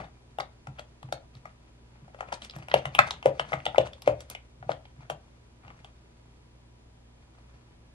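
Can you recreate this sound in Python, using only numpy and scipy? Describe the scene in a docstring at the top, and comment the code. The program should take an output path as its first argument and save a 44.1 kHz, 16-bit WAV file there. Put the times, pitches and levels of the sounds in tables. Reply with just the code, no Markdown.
"""Quiet kitchen: a silicone spatula beats thick cream batter in a glass bowl on a wooden table.
Pockets burst as damped cavity tones with torn-film noise; the blade smears as hiss and ringing grains.
Strokes thud in low table modes over a pressed rumble; one hard knock rings the bowl's modes.
Beneath lie shaped room noise and an appliance's sine hum; echoes and a diffuse tail form the room."""
import sys
import numpy as np
from scipy import signal
from scipy.fft import rfft, irfft, next_fast_len
from scipy.io import wavfile

SR = 44100
rng = np.random.default_rng(int(sys.argv[2]) if len(sys.argv) > 2 else 0)


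def pcm_store(signal):
    """Save signal as 16-bit PCM."""
    levels = np.round(np.clip(np.atleast_2d(signal), -1, 1) * 32767)
    wavfile.write(sys.argv[1], SR, levels.astype(np.int16).T)


N = 350139

# Kitchen air spectrum. Each row: frequency in Hz, relative density in dB per Hz.
AIR_SPECTRUM = [(20, -15), (35, -7.5), (52, -6.5), (75, -1.5), (100, -10.5), (140, -6), (190, -14.5),
                (300, -11.5), (450, -15.5), (750, -18.5), (1300, -24.5), (3000, -27), (9000, -36.5),
                (14000, -47.5)]
# Left-right likeness of the air. Each row: frequency in Hz, likeness from -1 (opposed) to 1 (alike).
AIR_LIKENESS = [(25, 1), (60, 1), (150, 0.86), (300, 0.39), (640, 0.02), (1400, -0.14), (3000, -0.55),
                (12000, -0.6)]
AIR_RMS_DB = -59
# Appliance hum. Each row: frequency in Hz, rms in dB.
HUM_PARTIALS = [(59.4, -59), (118.6, -62.5), (237.3, -70.5), (328.4, -78), (980, -78.5)]

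# Blade drags, the last as the spatula is laid down. Each row: peak time in seconds, peak drive in dB,
# length (sum of swell and fade time constants) in seconds, sticky treble against the dull part in dB.
DRAGS = [(0.0, -41.5, 0.05, -11.5), (0.052, -48, 0.038, -10), (0.777, -60, 0.037, -12),
         (1.362, -61, 0.048, 2.5), (1.47, -52.5, 0.04, -6), (2.023, -63.5, 0.26, -12),
         (2.198, -60, 0.081, -1), (2.285, -59, 0.078, -21), (2.336, -49.5, 0.011, 11.5),
         (2.442, -55.5, 0.071, 7), (2.559, -54.5, 0.08, -3), (2.633, -57, 0.07, -5), (2.756, -46, .1, -3),
         (2.946, -48.5, .03, -1), (3.01, -44.5, 0.16, -5.5), (3.263, -47, 0.038, -2),
         (3.345, -59, 0.054, 1), (3.49, -56.5, 0.37, -2), (3.537, -43, 0.033, -6),
         (3.622, -57, 0.076, -4.5), (3.783, -45.5, 0.045, -5.5), (3.857, -57, .12, -1.5),
         (4.082, -47.5, 0.0587, -6), (4.204, -60, 0.114, 3.5), (4.313, -49.5, 0.023, 6.5),
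         (4.705, -49.5, 0.038, -2), (5.018, -63.5, 0.12, -9), (5.682, -53, 0.093, -12),
         (5.799, -65, 0.16, -2), (7.383, -67, 0.44, -3)]
SWELL_SHARE = 0.36  # of the drag length; the rest is fade
RUB_DB, MIXING_ENDS_S = -77.5, 6.7  # light rub between drags
# Colour of the dragging. Each row: grain pitch in Hz, relative gain in dB.
SMEAR_COLOUR = [(120, -5.5), (300, -14.5), (550, -1), (900, 6.5), (1600, 4.5), (2300, -4.5), (3500, -10.5),
                (6000, -9.5), (11000, -20), (16000, -42.5)]

# Blade presses the bowl on the table. Each row: time in seconds, level in dB before the thud trim.
PUSHES = [(0.002, -45.5), (0.678, -36), (1.041, -36.5), (1.355, -43.5), (2.022, -45), (2.561, -35.5),
          (2.861, -34), (2.996, -32), (3.533, -32), (4.604, -45), (4.663, -40), (4.983, -43)]
# Table and bowl under a push. Each row: multiple of TABLE_HZ, mean relative level in dB, t60 in seconds.
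TABLE_MODES = [(0.578, -16, 0.8), (0.799, -8, 0.31), (0.998, 4, 0.21), (1.219, -5, .2), (1.6, -12.5, 0.25),
               (2.3, -13, 0.18)]
TABLE_HZ = 132.63

# Clearest bursting air pockets. Each row: time in seconds; plop, smack, squelch and spit level in dB
# before the trims in pops(); cavity, squelch and spit frequency in Hz.
POCKETS = [(0.003, -38, -48, -62, -66, 720, 2500, 6000), (0.0095, -41.5, -55, -56, -68, 720, 2600, 6000),
           (0.043, -43, -58, -53.5, -69, 760, 3500, 5200),
           (0.3863, -28.5, -38.5, -42.5, -53, 697, 2960, 8500),
           (0.401, -61, -31, -50, -47.5, 730, 2440, 5640), (0.405, -30.5, -58, -35.5, -58, 724, 3970, 5550),
           (0.6711, -40.5, -43, -48.5, -55, 820, 2590, 5360),
           (0.787, -49.5, -51, -46.5, -66, 760, 2920, 7000),
           (0.7936, -40, -42.5, -43, -52, 640, 3530, 6200), (1.0295, -53, -45, -51, -63, 810, 3570, 5800),
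           (1.0885, -47, -55, -66, -78, 865, 2410, 6000), (1.125, -28.5, -36, -32.5, -40, 640, 4220, 7300),
           (1.352, -63, -62, -54.5, -68, 754, 3620, 6300), (1.4555, -50, -38.5, -50, -64, 840, 1850, 5800),
           (2.08, -49, -61, -77, -75, 726, 2360, 6000), (2.146, -46.5, -51, -61, -67, 546, 2650, 6000),
           (2.189, -50, -53, -57, -76, 760, 2900, 6000), (2.2072, -35, -31, -43.5, -53.5, 760, 2590, 5250),
           (2.228, -37, -55, -61, -80, 796, 2600, 6000), (2.2874, -50, -54, -61, -80, 596, 2500, 6000),
           (2.3215, -41.5, -39, -54, -62, 860, 2600, 6000),
           (2.3258, -30.5, -32.5, -37.5, -47, 925, 3830, 6100), (2.42, -57, -49, -41, -53, 760, 3500, 5200),
           (2.448, -65, -57, -46.5, -47.5, 758, 3380, 6200),
           (2.4979, -56, -57, -40.5, -60, 543, 3804, 5530),
           (2.509, -64, -62.5, -46.5, -61, 700, 4114, 5560),
           (2.537, -58.5, -51, -54, -71.5, 760, 2400, 6000),
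           (2.5632, -43.5, -45, -55, -54.5, 691, 2560, 9500),
           (2.5866, -50.5, -56, -57, -58, 762, 3500, 6130),
           (2.6252, -57.5, -49.5, -52, -71, 760, 2397, 6000),
           (2.6847, -46.5, -42, -43, -55, 762, 2500, 7500),
           (2.6995, -56.5, -50, -49.5, -64, 762, 3750, 6300),
           (2.7153, -45.5, -34.5, -33.5, -66.5, 850, 3020, 6000),
           (2.7409, -12.5, -25.5, -19.5, -37, 595, 2950, 6800),
           (2.8552, -35.5, -28.5, -34.5, -45.5, 884, 2700, 5900),
           (2.9499, -35.5, -37, -26.5, -42, 840, 2790, 9500),
           (3.1082, -38.5, -36, -27.5, -36, 960, 3660, 4840),
           (3.2275, -69.5, -41.5, -41, -60.5, 762, 2780, 5500),
           (3.2586, -11.5, -36, -33, -40.5, 525, 2570, 5900),
           (3.3963, -25.5, -26.5, -26.5, -42.5, 720, 3092, 5760),
           (3.49, -59, -56, -57.5, -60.5, 765, 2922, 5300),
           (3.521, -31.5, -32.5, -47, -57, 640, 2503, 6000),
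           (3.5311, -30, -29, -28, -65.5, 790, 2100, 6000), (3.537, -27, -28, -43.5, -49, 720, 2573, 5500),
           (3.6025, -55.5, -57, -45, -78, 760, 2520, 6000),
           (3.655, -48.5, -39, -33.5, -42, 750, 3000, 6040),
           (3.6645, -24.5, -31.5, -27, -61.5, 727, 3190, 6300),
           (3.746, -30.5, -37.5, -52.5, -64, 828, 2600, 6000),
           (3.759, -48, -36.5, -40.5, -64, 754, 2050, 6000),
           (3.7824, -12, -34, -23.5, -41, 555, 2920, 5600), (3.8728, -57, -61, -49, -64, 760, 2800, 6000),
           (3.933, -64.5, -60, -45, -61, 793, 3520, 5970),
           (4.021, -51.5, -52.5, -45.5, -49, 756, 3700, 7200),
           (4.061, -59.5, -58.5, -52, -61, 756.5, 3620, 6000),
           (4.0761, -12.5, -30, -30, -42, 560, 2368, 5200),
           (4.206, -53.5, -52, -48, -47.5, 760, 3807, 6400),
           (4.3005, -61, -49, -46.5, -39.5, 743, 3300, 9000), (4.35, -43, -48, -36.5, -55, 753, 2650, 6000),
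           (4.627, -39.5, -44, -77, -84, 723, 2000, 6000), (4.6931, -23, -36.5, -45, -64, 630, 2400, 5200),
           (4.7176, -42, -37.5, -39.5, -70, 666, 3380, 6000), (4.8539, -53, -61, -52, -81, 762, 3030, 6040),
           (5.0997, -27, -33.5, -36.5, -46, 657, 3073, 8100),
           (5.106, -40.5, -58, -50.5, -47, 700, 3200, 5100), (5.649, -58, -53, -63, -80, 894, 2420, 6000),
           (5.68, -66, -52, -51, -72, 853, 2660, 5960), (5.703, -60, -49, -56, -73, 920, 2300, 6000),
           (5.846, -52.5, -52, -48.5, -59.5, 780, 3080, 6200)]
# Bowl and its air ringing with each plop. Each row: frequency in Hz, width in Hz, resonance gain in dB.
BOWL_AIR = [(306, 12, 3.5), (410, 26, -5), (553, 100, -4.5), (820, 170, 7)]
CAVITY_RISE_OCTAVES_PER_S = 3.3  # pitch climbs as the mouth widens
SLOP_DB, SLOP_DECAY_S = -12.5, 0.0056  # batter falling in, against the plop level in the table
BIG_POCKET_DB = -11  # plop level in the table
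# A large pocket giving way jolts the bowl: smallest plop, delay, thud of a big pocket, dB per plop dB.
JOLT_FROM_DB, JOLT_DELAY_S, JOLT_DB, JOLT_FOLLOWS = -30, 0.0076, -30, 0.84

# Knock: a graze, the blow, two rebounds. Each row: time in seconds, level in dB before KNOCK_TRIM_DB.
KNOCK_CONTACTS = [(2.985, -21.5), (2.9894, -1), (2.9979, -16), (3.004, -32)]
KNOCK_TRIM_DB = -0.5
# Bowl damped by the batter. Each row: frequency in Hz, relative level in dB, t60 in seconds.
BOWL_MODES = [(585, -12.5, 0.023), (786, -11, 0.055), (1074, -9.5, 0.035), (1300, -3, 0.025),
              (1599, -4.5, 0.019), (2035, -6, 0.013), (1950, -25.5, 0.1), (2300, -12, 0.016),
              (2590, -10.5, 0.02), (3580, -16, 0.017), (4499, -16.5, 0.003), (7900, -23.5, 0.0048),
              (11100, -27.5, 0.005)]

# Echoes of table, counter and walls. Each row: delay in seconds, level in dB before the echo low-pass.
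ECHOES = [(0.012, -19.5), (0.0152, -21), (0.017, -16), (0.0189, -15), (0.022, -17.5), (0.0284, -19),
          (0.0353, -24.5), (0.047, -22.5), (0.0539, -24)]
# Reverberation colour. Each row: frequency in Hz, energy in dB against direct sound before wet_db.
ROOM_COLOUR = [(100, 1), (300, -6.5), (600, -10.5), (1200, -11.5), (2500, -5.5), (5000, -5.5), (9000, 3.5),
               (12000, -6.5), (15000, -22)]
# Reverberation decay. Each row: frequency in Hz, t60 in seconds.
ROOM_T60 = [(100, 0.36), (350, .29), (560, 0.31), (900, .27), (1500, 0.27), (3500, 0.21), (8000, 0.11),
            (15000, 0.1)]
# Tail build-up; the bowl shades low pitches from near surfaces. Each row: frequency in Hz, time in seconds.
ROOM_BUILD = [(150, 0.017), (600, 0.015), (1500, 0.005), (4000, 0.0021)]
# Left-right likeness of tail and scatter. Each row: frequency in Hz, likeness from 0 to 1.
ROOM_LIKENESS = [(100, 1), (600, 1), (1500, 0), (4000, 0), (12000, 0)]
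# Scatter from the glass wall. Each row: frequency in Hz, level in dB against direct sound.
WALL_SCATTER = [(300, -29), (700, -22.5), (1400, -5), (2500, -12), (6000, 1), (12000, 1.5)]
# Pitches favoured by the bowl's hollow. Each row: frequency in Hz, gain in dB.
HOLLOW = [(230, -9.5), (320, -2.5), (390, -2.5), (520, 4), (650, 3.5), (830, 1), (1020, -1.5), (1290, 0.5),
          (1600, 1), (1950, 4), (2500, 1), (3400, -0.5), (5500, -2.5), (9000, -7.5), (12000, -7),
          (15000, -10)]
# Sound bends round the bowl to the right. Each row: frequency in Hz, right-channel lag in seconds.
RIGHT_LAG = [(550, 0.0003), (900, 0.00015), (1300, 0.00028), (2500, 0.00027), (4000, 0.00023),
             (6000, .00019)]
# Batter lies to the left. Each row: frequency in Hz, left minus right in dB.
BATTER_LEAN = [(100, -2.5), (250, 0.5), (550, 4.5), (900, 13), (1400, 6.5), (2200, 0), (4000, -1),
               (12000, 1)]
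# Struck glass radiates unevenly. Each row: frequency in Hz, left minus right in dB.
KNOCK_LEAN = [(200, -1), (650, 8.5), (1300, 8.5), (2200, -3), (4000, -1), (12000, 0.5)]
CUTOFF_HZ = 15500


def from_db(db):
    """Decibels to gain."""
    return 10 ** (np.asarray(db) / 20)


def rms_one(x):
    """Scale to rms 1."""
    return x / np.sqrt(np.mean(x ** 2) + 1e-20)


def at_hz(points, hz):
    """Interpolate a table on a log-frequency axis."""
    f, value = np.transpose(points)
    return np.interp(np.log(np.maximum(hz, 1)), np.log(f), value)


def band(x, low_hz, high_hz, order=2):
    """Butterworth band-pass."""
    edges_hz = [low_hz, min(high_hz, SR * .45)]
    return signal.sosfilt(signal.butter(order, edges_hz, "band", fs=SR, output="sos"), x)


def resonate(x, hz, width_hz):
    """One resonance of gain 1 at its peak."""
    r = np.exp(-np.pi * width_hz / SR)
    zeros = np.array([1, 0, -1]) * (1 - r * r) / 2
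    poles = [1, -2 * r * np.cos(2 * np.pi * hz / SR), r * r]
    return signal.lfilter(zeros, poles, x)


def add(out, s, sound):
    """Mix a short sound in at time s."""
    at = round(s * SR)
    out[max(at, 0):at + len(sound)] += sound[max(-at, 0):N - at]


def stereo_bands(likeness, size):
    """Half-octave bands of stereo noise of even density: yields (centre Hz, 2 x size)."""
    lead_in = 4000  # discarded while the filters settle
    white = rng.standard_normal((2, 2, size + lead_in))
    edges_hz = 20 * 2 ** (np.arange(21) / 2)
    for k, (low, high) in enumerate(zip(edges_hz, edges_hz[1:])):
        mid, side = band(white[k % 2], low, high)[:, -size:]  # neighbours use separate noise
        hz = np.sqrt(low * high)
        alike = np.clip(at_hz(likeness, hz), -.99, .99)
        yield hz, np.sqrt((1 + alike) / 2) * mid + np.sqrt((1 - alike) / 2) * side * [[1], [-1]]


def burst(x, db):
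    """Level a short sound as if all its energy came within 7 ms."""
    return from_db(db) * x * np.sqrt(.007 * SR) / np.linalg.norm(x)


def struck(modes, t):
    """Ring of a body after one blow: decaying sines of alternating sign."""
    ring = 0
    for k, (hz, db, t60) in enumerate(modes):
        ring = ring + (-1) ** k * from_db(db - 60 * t / t60) * np.sin(2 * np.pi * hz * t)
    return ring


def background():
    """Steady shaped air noise, dull at the very top, plus appliance hum partials."""
    air = sum(from_db(at_hz(AIR_SPECTRUM, hz)) * noise for hz, noise in stereo_bands(AIR_LIKENESS, N))
    air = signal.sosfilt(signal.butter(14, 11300, fs=SR, output="sos"), air)
    t = np.arange(N) / SR
    hum = 0
    for hz, db in HUM_PARTIALS:
        hum = hum + np.sqrt(2) * from_db(db) * np.sin(2 * np.pi * (hz * t + rng.random()))
    return from_db(AIR_RMS_DB) * rms_one(air) + hum


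def drag_pressure():
    """Drags swell and fade exponentially over a steady rub: gains of the dull and the sticky part."""
    t = np.arange(N) / SR
    dull = sticky = from_db(RUB_DB) * np.clip((MIXING_ENDS_S - t) / 0.18, 0, 1)
    for s, db, length_s, treble_db in DRAGS:
        age = np.maximum((s - t) / SWELL_SHARE, (t - s) / (1 - SWELL_SHARE))
        stroke = from_db(db) * np.exp(-age / length_s)
        dull = np.maximum(dull, stroke)
        sticky = np.maximum(sticky, stroke * from_db(treble_db))
    return dull, sticky


def smear(pressure, stickiness, grains_per_s=1900, grain_db=4.0, clump_db=5.0, grain_cycles=11,
          friction_db=-4.0, treble_hz=2800, top_hz=10500):
    """Blade friction hisses; tiny bubbles and sugar grains crackle in clumps, each ringing at a pitch."""
    t = np.arange(N) / SR
    knots_s = np.arange(0, N / SR, 1 / 70)
    clumps = from_db(clump_db * np.interp(t, knots_s, rng.standard_normal(len(knots_s))))
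    hits = (rng.random(N) < grains_per_s / SR) * rng.choice([-1, 1], N)
    grains = hits * from_db(grain_db * np.minimum(rng.exponential(1, N), 4))
    pitches_hz = np.geomspace(200, 12000, 24)
    dealt = rng.integers(0, len(pitches_hz), N)
    crackle = 0
    for k, hz in enumerate(pitches_hz):
        ringing = resonate(grains * (dealt == k) + 1e-18, hz, 2 * hz / grain_cycles)
        crackle = crackle + ringing * from_db(at_hz(SMEAR_COLOUR, hz))
    friction = from_db(friction_db) * rms_one(band(rng.standard_normal(N), 750, 2800, order=1))
    drag = band(rms_one(crackle) + friction, 100, top_hz, order=8)
    dull = signal.sosfiltfilt(signal.butter(2, treble_hz, fs=SR, output="sos"), drag)
    return clumps * (dull * pressure + (drag - dull) * stickiness)


def rumble(pressure, rumble_db=-1.0, follows=0.81, low_hz=70, high_hz=210, pressed_db=-50):
    """Bowl shifting on the table under the blade: low noise following the pressure."""
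    shifting = rms_one(band(rng.standard_normal(N), low_hz, high_hz))
    return from_db(pressed_db + rumble_db) * (pressure / from_db(pressed_db)) ** follows * shifting


def thuds(push_s=0.018, thud_trim_db=1.0):
    """Soft pushes and large-pocket jolts swell into low table modes of varied pitch and strength."""
    out, t = np.zeros(N), np.arange(SR // 2) / SR
    jolts = [(s + JOLT_DELAY_S, JOLT_DB + JOLT_FOLLOWS * (db - BIG_POCKET_DB))
             for s, db, *_ in POCKETS if db > JOLT_FROM_DB]
    for s, db in [*PUSHES, *jolts]:
        modes = []
        for ratio, level_db, t60 in TABLE_MODES:
            hz = TABLE_HZ * ratio * (1 + 0.045 * rng.normal())
            modes.append((hz, level_db + 2 * rng.normal(), t60))
        thud = struck(modes, t) * (1 - np.exp(-t / push_s))
        add(out, s - .006, from_db(db + thud_trim_db) * thud / np.abs(thud).max())
    return out


def tear(t, decay_s, grain_db, spray_db, trail_db=-15.0, trail_s=0.0084, fray_s=0.00086):
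    """A batter film frays and rips at t = 0: one snap, a quick spray, then stray ticks of parting threads."""
    snap = np.where(t == 0, 1, 0)
    grains = rng.standard_normal(len(t)) * from_db(grain_db * rng.standard_normal(len(t)))
    spray = grains * np.exp(-np.maximum(t / decay_s, -t / fray_s))
    trail = rng.standard_normal(len(t)) ** 5 * np.exp(-t / trail_s) * (t > 0)  # 5th power: sparse ticks
    spray = from_db(spray_db) * spray / np.linalg.norm(spray)
    return snap + spray + from_db(trail_db) * trail / np.linalg.norm(trail)


def pops(pockets, cavity_cycles=7.8, opening_s=0.00098, smack_hz=1220, squelch_width_hz=700,
         plop_trim_db=-1.64, squelch_trim_db=-1.5, spit_trim_db=0.5, count=4):
    """Opening pockets ring as damped cavities; torn film adds smack, squelch, spit. Dealt to count rows."""
    out, t = np.zeros((count, N)), np.arange(-256, 2048) / SR
    open_s = np.maximum(t, 0)
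    for k, pocket in enumerate(pockets):
        s, plop_db, smack_db, squelch_db, spit_db, cavity_hz, squelch_hz, spit_hz = pocket
        # cavity_hz is reached 2 ms after opening
        rising_hz = cavity_hz * 2 ** (CAVITY_RISE_OCTAVES_PER_S * (open_s - .002))
        cycles = np.cumsum((t > 0) * rising_hz) / SR
        fade = from_db(-60 * open_s * cavity_hz / cavity_cycles)
        cavity = np.sin(2 * np.pi * cycles) * fade * (1 - np.exp(-open_s / opening_s))
        air = sum(from_db(db) * resonate(cavity, hz, width_hz) for hz, width_hz, db in BOWL_AIR)
        slop = band(rng.standard_normal(len(t)) * open_s * np.exp(-open_s / SLOP_DECAY_S), 270, 830)
        plop = burst(cavity + air, plop_db + plop_trim_db) + burst(slop, plop_db + SLOP_DB)

        film = band(tear(t, 0.0038, grain_db=5.0, spray_db=6.5, trail_db=-9), 620, 1500)
        smack = burst(resonate(film, smack_hz, 390) + 1.3 * film, smack_db)

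        wet = tear(t, 0.0027, grain_db=3.5, spray_db=0.5, trail_db=-12.0)
        wet = band(wet, 0.51 * squelch_hz, 1.3 * squelch_hz, order=3)
        squelch = resonate(wet, squelch_hz, squelch_width_hz) + 0.27 * wet
        squelch = burst(squelch, squelch_db + squelch_trim_db)

        droplets = tear(t, 0.0016, grain_db=8, spray_db=-1.0, trail_db=-15.0)
        spit = burst(band(droplets, 0.66 * spit_hz, 1.52 * spit_hz), spit_db + spit_trim_db)
        add(out[k % count], s + t[0], plop + smack + squelch + spit)
    return out


def knock(clatter_db=-24.5, clatter_t60=0.063, crack_db=-27.5, low_cut_hz=300):
    """The spatula's stiff core cracks on glass and rebounds; the bowl rings and clatters on the table."""
    out, t = np.zeros(N), np.arange(SR // 2) / SR
    for s, db in KNOCK_CONTACTS:
        clatter = rms_one(band(rng.standard_normal(len(t)), 1100, 3400, order=3))
        clatter = clatter * from_db(clatter_db - 60 * t / clatter_t60)
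        crack = burst(band(rng.standard_normal(len(t)) * np.exp(-t / 0.0018), 1000, 5700), crack_db)
        add(out, s, from_db(KNOCK_TRIM_DB + db) * (struck(BOWL_MODES, t) + clatter + crack))
    return signal.sosfilt(signal.butter(2, low_cut_hz, "high", fs=SR, output="sos"), out + 1e-18)


def kitchen(x, wet_db, lean_db, echo_cut_hz=1500, scatter_s=0.00038):
    """Direct sound, bowl scatter, dull echoes and diffuse tail, then hollow, lean and right-channel lag."""
    t = np.arange(16384) / SR
    paths = np.zeros(len(t))
    for delay_s, db in ECHOES:
        paths[round(delay_s * SR)] += from_db(db)
    paths = signal.lfilter(*signal.butter(1, echo_cut_hz, fs=SR), paths)
    paths[0] = 1  # direct sound
    response = np.array([paths, paths])
    scatter = t * np.exp(-t / scatter_s)
    for hz, noise in stereo_bands(ROOM_LIKENESS, len(t)):
        build = 1 - np.exp(-(t / at_hz(ROOM_BUILD, hz)) ** 2)
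        fade = from_db(-60 * t / at_hz(ROOM_T60, hz)) * build
        response += from_db(wet_db + at_hz(ROOM_COLOUR, hz)) * noise * fade / np.linalg.norm(fade)
        response += from_db(at_hz(WALL_SCATTER, hz)) * noise * scatter / np.linalg.norm(scatter)
    size = next_fast_len(N + len(t))
    hz = np.fft.rfftfreq(size, 1 / SR)
    lean = from_db(at_hz(lean_db, hz) / 2 * [[1], [-1]])
    lean = lean / np.sqrt(np.mean(lean ** 2, axis=0))  # keeps the two-channel power
    lag = np.exp(-2j * np.pi * hz * at_hz(RIGHT_LAG, hz) * [[0], [1]])
    colour = from_db(at_hz(HOLLOW, hz)) * lag * lean
    return irfft(rfft(x, size) * rfft(response, size) * colour, size)[:, :N]


def scene():
    """Pop rows, smear and knock get room responses of their own; thuds, rumble and background stay dry."""
    pressure, stickiness = drag_pressure()
    sources = [*pops(POCKETS), smear(pressure, stickiness)]
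    batter = sum(kitchen(source, wet_db=-2.5, lean_db=BATTER_LEAN) for source in sources)
    struck_bowl = kitchen(knock(), wet_db=-2.5, lean_db=KNOCK_LEAN)
    return batter + struck_bowl + background() + thuds() + rumble(pressure)


def record(dry):
    """Clip at full scale, then cut the top steeply."""
    top_cut = signal.cheby2(14, 70, CUTOFF_HZ + 1000, fs=SR, output="sos")  # 70 dB down at this edge
    return signal.sosfilt(top_cut, np.clip(dry, -1, 1))


dry = scene()
out = record(dry)
pcm_store(out)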